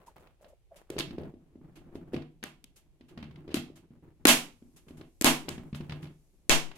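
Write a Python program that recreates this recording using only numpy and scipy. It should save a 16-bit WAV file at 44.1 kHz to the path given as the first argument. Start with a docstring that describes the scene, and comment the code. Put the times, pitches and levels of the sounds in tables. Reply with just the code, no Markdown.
"""A plastic lid is laid on a tub and its four clips are snapped shut, on a glass board in a kitchen.
Each snap is a short crack of the plastic plus a hollow thump of the tub, answered by the room;
three snaps also push out a puff of air. Fingers and the lid itself tap, scuff and rub, and the hollow
under the lid sinks in pitch as the gap closes. Still air and a separate faint hiss lie underneath."""
import sys
import numpy as np
from scipy import signal
from scipy.fft import rfft, irfft, next_fast_len
from scipy.io import wavfile

SR = 44100
rng = np.random.default_rng(int(sys.argv[2]) if len(sys.argv) > 2 else 0)


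def master_out(mix):
    """Clip the mix to full scale and print it as 16-bit PCM to the path in sys.argv[1]."""
    frames = np.transpose(np.atleast_2d(mix))
    ceiling = np.clip(frames, -1, 1)
    pcm = np.round(ceiling * 32767).astype(np.int16)
    wavfile.write(sys.argv[1], SR, pcm)


N = 298645
TIME = np.arange(N) / SR

# bright spectrum of cracking plastic, also the colour of the hiss: (frequency [Hz], level [dB])
CRACK_SPECTRUM = [(100, -32.5), (2500, -12.5), (4500, -5), (6500, -0.5), (9000, -2), (12500, -2),
                  (14000, -14.5), (16000, -16.5)]
# stereo image, narrow in the bass and wide on top: (frequency [Hz], left-right correlation [0..1])
STEREO_LIKENESS = [(25, 0), (100, 1), (300, 0.92), (550, 0.69), (1000, 0.4), (2500, 0), (16000, 0)]


def snaps():
    """The lid lands and clips jump over the rim: crack plus thump. Returns direct sound and room send."""
    # (time [s], clack [dB], crack [dB], thump [dB], thump pitch [Hz], room send [dB],
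    #  left-right [dB], ring pitch [Hz], ring gain [dB]); levels ahead of the mix gains below
    hits = [(0.9018, -42, -42.5, -25, 345, -11, -2.5, 2950, -2),
            (0.988, -44.5, -44, -31.5, 290, -10, 4, 4240, 19),
            (0.997, -42, -43.5, -37, 307, -14.5, -6, 4030, 16),
            (1.006, -40, -51, -27, 308, -17.5, -2.5, 3800, 16),
            (2.438, -39, -38.5, -30, 287, -10.5, 8.5, 1400, 5),
            (2.6413, -59.5, -49, -48, 248, -19, 1, 3240, 10),
            (3.5425, -34.5, -32.5, -13, 296, -8, 7, 3980, 7.5),
            (4.253, -15.5, -16, -5.5, 287.3, -11, 4, 1450, 8.5),
            (4.2699, -24.5, -14, -21, 269.6, 7, 0.5, 2700, 2.5),
            (5.2116, -30, -26, -19, 287, -14, 4, 6510, 3),
            (5.2209, -36.5, -27, -29, 293, -13.5, -2.5, 3000, 2),
            (5.2444, -19.5, -13.5, -9.5, 284, 1, 2.5, 974, 3.5),
            (5.4894, -38.5, -39.5, -52, 310, -8.5, 7.5, 7460, 7.5),
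            (6.4949, -20, -20.5, -17.5, 331, 1.5, 6.5, 6380, 6.5),
            (6.502, -29, -37, -23, 404, -11, -20.5, 2840, 8)]
    direct, send = np.zeros((2, 2, N))
    for s, clack_db, crack_db, thump_db, thump_hz, room_db, pan_db, ring_hz, ring_db in hits:
        crack, pulse = plastic(clack_db, crack_db, clack_s=0.003, crack_s=0.002, rise_s=0.00035)
        crack, pulse = (ringing(part, ring_hz, ring_db, q=2.1) for part in (crack, pulse))
        body = thump(thump_db, thump_hz, cycles=0.74)
        add(direct, s, from_db(5.5) * crack * panned(pan_db) + from_db(-4.5) * body)
        add(send, s, from_db(room_db + 6.5) * pulse)
        add(send, s, from_db(room_db - 9.5) * body)
    return np.array([direct, send])


def plastic(clack_db, crack_db, clack_s, crack_s, rise_s):
    """Dense, damped modes give a clack and a brighter crack. Returns near sound and a room pulse."""
    # midrange body of the plastic: (frequency [Hz], level [dB])
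    clack_spectrum = [(100, -2), (400, 3), (520, 1), (720, -3.5), (1000, -2.5), (1800, -2), (2700, 0),
                      (3500, -4), (4800, -8.5), (7000, -24.5), (16000, -42.5)]
    t = TIME[:SR // 8]
    near, pulse = 0, 0
    for spectrum, db, decay_s in ((clack_spectrum, clack_db, clack_s),
                                  (CRACK_SPECTRUM, crack_db, crack_s)):
        envelope = from_db(db) * (1 - np.exp(-t / rise_s)) * np.exp(-t / decay_s)
        strength = np.linalg.norm(envelope)
        burst = noise(spectrum, len(t)) * envelope
        near = near + burst * strength / np.linalg.norm(burst, axis=1, keepdims=True)
        pulse = pulse + click(spectrum) * strength
    return near, pulse


def ringing(sound, hz, db, q):
    """The struck spot colours the sound: one broad band is lifted or dipped."""
    band = signal.lfilter(*signal.iirpeak(hz, q, fs=SR), sound)
    return sound + (from_db(db) - 1) * band


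def thump(db, hz, cycles):
    """The lid flexes on the air in the tub: a low tone that swells for `cycles` periods and dies."""
    t = TIME[:SR // 8]
    age = t * hz / cycles
    return -from_db(db) * age * np.exp(1 - age) * np.sin(2 * np.pi * hz * t)


def puffs(push_s=0.028, bass_cut_hz=5.1):
    """Air squeezed out by a snap pushes on the microphone, whose bass cut makes it swing back."""
    # (time [s], left pressure [relative], right pressure [relative])
    pushes = [(4.275, 0.017, 0.0082), (5.244, 0.03, 0.0033), (6.493, -0.1, 0.0026)]
    air = np.zeros((2, N))
    age = TIME[:SR // 2] / push_s
    for s, left, right in pushes:
        add(air, s, np.outer([left, right], age ** 2 * np.exp(2 - 2 * age)))
    return signal.sosfilt(signal.butter(2, bass_cut_hz, "high", fs=SR, output="sos"), 2 * air)


def taps(rebound_s=0.013):
    """Light knocks sound the plastic and the hollow tub; a loose part rebounds, weaker each time."""
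    # lid, clips and fingers: (time [s], clack [dB], thump [dB], thump pitch [Hz], rattle decay [s])
    knocks = [(0.169, -53.5, -53, 474, 0.014), (0.271, -53, -60, 304, .005),
              (0.444, -50.5, -48, 570, 0.0057), (0.965, -42.5, -27, 370, 0.012),
              (0.982, -27, -33, 148, 0.011), (1, -33.5, -33.5, 312, 0.014),
              (1.107, -42, -35.5, 239, 0.0043), (1.182, -43, -26, 368, 0.014),
              (1.233, -49, -34.5, 410, 0.0049), (1.339, -63, -38, 302, 0.0054),
              (1.556, -68, -39, 273, 0.006), (1.954, -46.5, -29, 323, 0.0026),
              (2.134, -40, -24.5, 363, 0.013), (2.142, -35, -20.5, 318, 0.0024),
              (2.163, -34.5, -27.5, 164, 0.0097), (2.2206, -44.5, -46, 267, .004),
              (2.428, -33.5, -38, 227, 0.024), (3.009, -52.5, -44, 260, 0.0074),
              (3.175, -39.5, -34.5, 198, 0.018), (3.2264, -38.5, -32.5, 189, 0.016),
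              (3.31, -51, -43, 142, 0.0081), (3.358, -47, -48, 153, 0.0055), (3.478, -47, -36, 353, 0.09),
              (3.569, -30.5, -24.5, 214, 0.0021), (3.701, -67, -38, 317, 0.0043),
              (3.906, -69.5, -43, 206.4, 0.011), (4.623, -64, -41.5, 245.6, .004),
              (4.883, -49, -48.5, 333, 0.0062), (4.907, -54, -37, 282, .005),
              (5.011, -43, -37.5, 340.4, 0.0033), (5.484, -28.5, -30, 306, 0.0083),
              (5.579, -41.5, -33, 229, 0.0044), (5.728, -44.5, -27, 170, 0.017),
              (5.746, -35, -47.5, 146, .008), (5.807, -42, -30.5, 164, 0.0064),
              (5.895, -35, -34.5, 148.3, 0.03), (5.921, -34, -31.5, 158, 0.0061),
              (6.028, -42.5, -40.5, 149.3, 0.051), (6.714, -40, -62, 487, 0.0047)]
    direct, send = np.zeros((2, 2, N))
    for s, clack_db, thump_db, thump_hz, rattle_s in knocks:
        spot_hz = rng.uniform(1500, 4500)
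        body = thump(thump_db, thump_hz, cycles=0.48)
        body += thump(thump_db - 19.5, hz=89, cycles=1.2)   # the board under the tub gives a little
        for k, wobble in enumerate(rng.normal(0, 0.067, size=4)):
            delay_s = rebound_s * k * (1 + wobble)
            fade = np.exp(-delay_s / rattle_s)
            knock, pulse = plastic(clack_db, clack_db - 23.5, clack_s=.005, crack_s=.0044, rise_s=.0011)
            knock, pulse = (ringing(part, spot_hz, db=-2.5, q=0.57) for part in (knock, pulse))
            add(direct, s + delay_s, fade * (knock + body))
            add(send, s + delay_s, fade * from_db(-11) * pulse)
            add(send, s + delay_s, fade * from_db(-6.5) * body)
    return np.array([direct, send])


def scuffs():
    """Fingers or the lid's edge scrape on the plastic: short swells without a thump."""
    # (time [s], clack [dB], crack [dB])
    skids = [(0.061, -61, -53), (0.194, -70, -63), (0.412, -67, -60.5), (0.48, -75, -60),
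             (0.757, -51, -49.5), (0.983, -42.5, -33), (1.946, -55, -57.5), (2.128, -54, -53),
             (1.754, -48, -53.5), (2.758, -55, -49), (3.082, -52.5, -58.5), (3.507, -41, -64),
             (3.544, -32, -31.5), (3.755, -51, -51), (4.76, -54, -49), (4.879, -56, -55),
             (4.968, -53.5, -54), (5.746, -49, -45.5), (6.02, -58.5, -53), (6.752, -47, -51)]
    direct, send = np.zeros((2, 2, N))
    for s, clack_db, crack_db in skids:
        skid, pulse = plastic(clack_db, crack_db, clack_s=0.015, crack_s=0.015, rise_s=0.013)
        add(direct, s, skid)
        add(send, s, from_db(-9) * pulse)
    return np.array([direct, send])


def hands(landing_s=0.9, ticks_per_s=45):
    """Skin sticks and slips: a lumpy tub rumble and a grainy rustle, both growing with pressure."""
    # a hand takes hold and shifts: (time [s], length [s], pressure [dB])
    grips = [(0.0, 0.019, -42), (0.073, 0.012, -48.5), (0.158, 0.11, -44), (0.394, 0.089, -52),
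             (0.715, 0.11, -50.5), (0.892, .28, -48), (1.18, 0.068, -42.5), (1.257, 0.305, -65.5),
             (1.61, 0.29, -55.5), (1.912, .3, -51.5), (2.3, 0.88, -72), (2.998, 0.12, -68.5),
             (3.104, .58, -55), (3.706, 0.13, -60.5), (3.907, 0.032, -57), (4.023, 0.059, -53),
             (4.196, 0.026, -56.5), (4.615, 0.4, -65.5), (4.865, 0.14, -51), (5.447, 0.21, -47),
             (5.802, .04, -41.5), (5.925, 0.14, -46.5), (6.1, 0.48, -73), (6.685, 0.061, -59.5)]
    # the handled tub, and skin on plastic: (frequency [Hz], level [dB])
    rumble_spectrum = [(25, 3.5), (55, -8), (82, 1.5), (110, -4), (155, 9.5), (220, -2), (340, 3.5),
                       (480, -14), (800, -18), (2000, -29.5), (16000, -80)]
    rustle_spectrum = [(100, -17), (500, 6), (1200, -1.5), (2700, -12.5), (5000, -25.5), (9000, -23.5),
                       (16000, -23)]
    pressure = np.max(strokes(grips, attack_s=0.003, release_s=0.044), axis=0)
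    rumble_level = pressure * from_db(-23 * (TIME < landing_s))   # weaker with no tub under the lid
    rustle_level = pressure * from_db(-20.5)
    slips = np.tanh(drift(60))
    rumble = rumble_level * from_db(4.5 * slips) * long_noise(rumble_spectrum)
    rustle = rustle_level * from_db(3.8 * slips + 4.4 * drift(600)) * long_noise(rustle_spectrum)
    # now and then the skin lets go with a tiny tick
    ticks = (rng.random(N) < ticks_per_s / SR) * rng.standard_normal(N)
    crackle = signal.fftconvolve(ticks * rustle_level, click(rustle_spectrum), "same")
    return rumble + rustle + from_db(24) * crackle


def hollow(width_hz=250):
    """Jerky rubbing sounds the air between lid and tub, a resonance that sinks as the gap closes."""
    # (time [s], pitch [Hz])
    glide = [(0, 890), (0.09, 950), (0.44, 560), (0.73, 620), (0.89, 505), (1.05, 350)]
    # (time [s], length [s], level [dB])
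    rubs = [(0.0, 0.024, -67), (0.07, 0.015, -52.5), (0.405, 0.13, -61.5), (0.703, .06, -56.5),
            (0.894, 0.13, -49)]
    phase = 2 * np.pi * np.cumsum(np.interp(TIME, *np.transpose(glide))) / SR
    air = drift(width_hz) * np.cos(phase) + drift(width_hz) * np.sin(phase)
    rubbing = sum(strokes(rubs, attack_s=0.018, release_s=0.0098))
    jerks = from_db(3.8 * np.tanh(drift(470)))
    return rubbing * rms_one(air * jerks)


def kitchen(send, gap_s=0.0015, build_s=0.01):
    """Reflections build up from worktop and cupboards, then die band by band; a few modes stand out."""
    # tone of the reflections: (frequency [Hz], relative level per half octave [dB])
    colour = [(50, -17), (95, -11), (150, -0.5), (300, 8), (480, 6), (800, 13), (1500, 7.5), (2800, 10),
              (5000, 5.5), (9000, 5), (16000, 3)]
    # (frequency [Hz], time to fall by 60 dB [s])
    decay_times = [(60, 0.9), (150, 0.5), (300, 0.36), (700, 0.32), (2700, 0.28), (7000, 0.26),
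                   (16000, .24)]
    # (frequency [Hz], left-right [dB])
    balance = [(100, 0), (800, 0), (1500, -2), (2700, -8), (5000, -2), (9000, -1.5), (15000, 7.5)]
    # lingering tones of tub, board and room: (pitch [Hz], relative level [dB], 60 dB decay [s])
    modes = [(150.84, -16.5, 0.46), (240.96, -18, 0.29), (262.4, -20.5, 0.14), (333.4, -18, 0.24),
             (595.3, -12.5, .25), (651.4, -11.5, 0.24), (684, -18.5, 0.17), (751.4, -19.5, 0.26),
             (1059, -10, 0.17), (1150, -15, .2), (1660, -21, 0.25), (1970, -23.5, .25), (2221, -15.5, .28),
             (2596, -21.5, .22), (2680, -23, 0.14), (2642, -24, .24), (3122, -18.5, 0.14),
             (3370, -16.5, 0.14), (3652, -18.5, .2)]
    size = 2 * (SR // 3)
    t = TIME[:size]
    hz = np.arange(size // 2 + 1) * SR / size
    build = 1 - np.exp(-np.maximum(t - gap_s, 0) / build_s)
    white = rfft(noise([(20, 0), (20000, 0)], size))
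    centres = np.geomspace(50, 16000, 18)
    tail = 0
    for centre, band_weights in zip(centres, np.eye(len(centres))):
        band = irfft(white * at_hz(np.c_[centres, band_weights], hz), size)
        envelope = build * from_db(-60 * t / at_hz(decay_times, centre))
        gain = from_db(at_hz(colour, centre)) * panned(at_hz(balance, centre))
        tail = tail + gain * band * envelope / np.linalg.norm(envelope)
    for mode_hz, db, t60 in modes:
        phase_spread = np.arccos(at_hz(STEREO_LIKENESS, mode_hz)) * np.array([[.5], [-.5]])
        phase = 2 * np.pi * (mode_hz * t + rng.random()) + phase_spread
        tone = build * from_db(-60 * t / t60) * np.sin(phase)
        tail = tail + from_db(db) * tone / np.linalg.norm(tone[0]) * panned(at_hz(balance, mode_hz))
    mono = send.sum(axis=0, keepdims=True) / np.sqrt(2)
    return signal.fftconvolve(mono, tail, axes=1)[:, :N]


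def noise_floor():
    """Still kitchen air, plus a separate faint treble hiss that is louder from about 4.5 s."""
    # (frequency [Hz], level [dB])
    air_spectrum = [(12, -19), (20, 12.5), (98, -2), (154, -10.5), (241, -23.5), (377, -12.5), (527, -19),
                    (1440, -34), (2390, -28), (5380, -36), (12100, -37.5), (14700, -49.5), (16000, -48)]
    # (time [s], level [dB])
    hiss_levels = [(0, -93), (4.1, -91.5), (4.5, -78), (5.1, -78.5), (6.2, -78), (6.77, -86)]
    air = from_db(-65) * long_noise(air_spectrum)
    hiss = from_db(np.interp(TIME, *np.transpose(hiss_levels))) * long_noise(CRACK_SPECTRUM)
    return air + hiss


def strokes(moves, attack_s, release_s):
    """One attack-hold-release envelope for each hand movement."""
    envelopes = []
    for s, length_s, db in moves:
        attack = np.clip((TIME - s) / attack_s, 0, 1)
        release = np.exp(-np.maximum(TIME - s - length_s, 0) / release_s)
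        envelopes.append(from_db(db) * attack * release)
    return envelopes


def click(spectrum, size=256):
    """A sharp pulse of unit energy with a smooth spectrum."""
    hz = np.arange(size // 2 + 1) * SR / size
    pulse = np.fft.fftshift(irfft(from_db(at_hz(spectrum, hz))))
    return pulse / np.linalg.norm(pulse)


def noise(spectrum, size):
    """Stereo noise of rms 1, alike on both sides in the bass only."""
    hz = np.arange(size // 2 + 1) * SR / size
    mid, side = np.exp(2j * np.pi * rng.random((2, len(hz))))
    alike = at_hz(STEREO_LIKENESS, hz)
    pair = np.sqrt(1 + alike) * mid + np.sqrt(1 - alike) * side * [[1], [-1]]
    return rms_one(irfft(pair * from_db(at_hz(spectrum, hz)), size))


def long_noise(spectrum):
    """Noise that lasts the whole scene."""
    return noise(spectrum, next_fast_len(N))[:, :N]


def drift(rate_hz):
    """A random wander of rms 1."""
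    knots = rng.standard_normal(int(N / SR * rate_hz) + 2)
    return rms_one(np.interp(TIME * rate_hz, np.arange(len(knots)), knots))


def at_hz(points, hz):
    """Read a curve on a log-frequency axis."""
    known_hz, values = np.transpose(points)
    return np.interp(np.log(np.maximum(hz, 1)), np.log(known_hz), values)


def panned(db):
    """Left and right gains for a level difference."""
    return from_db(np.array([[.5], [-.5]]) * db)


def add(track, s, sound):
    """Mix a sound into a track from time s on."""
    start = round(s * SR)
    part = sound[..., :max(N - start, 0)]
    track[..., start:start + part.shape[-1]] += part


def from_db(db):
    return 10 ** (np.asarray(db) / 20)


def rms_one(x):
    return x / np.sqrt(np.mean(x ** 2) + 1e-20)


def scene():
    """Snaps, taps and scuffs excite the kitchen; handling and puffs stay dry over the noise floor."""
    direct, send = snaps() + taps() + scuffs()
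    reflections = from_db(-8) * kitchen(send)
    background = noise_floor()
    return direct + reflections + hands() + hollow() + puffs() + background


def record(dry):
    """The loudest peaks are rounded and the top is cut steeply."""
    ceiling, cutoff_hz = 0.95, 15900
    rounded = ceiling * np.tanh(dry / ceiling)
    return signal.sosfilt(signal.ellip(12, .1, 100, cutoff_hz, fs=SR, output="sos"), rounded)


dry = scene()
out = record(dry)
master_out(out)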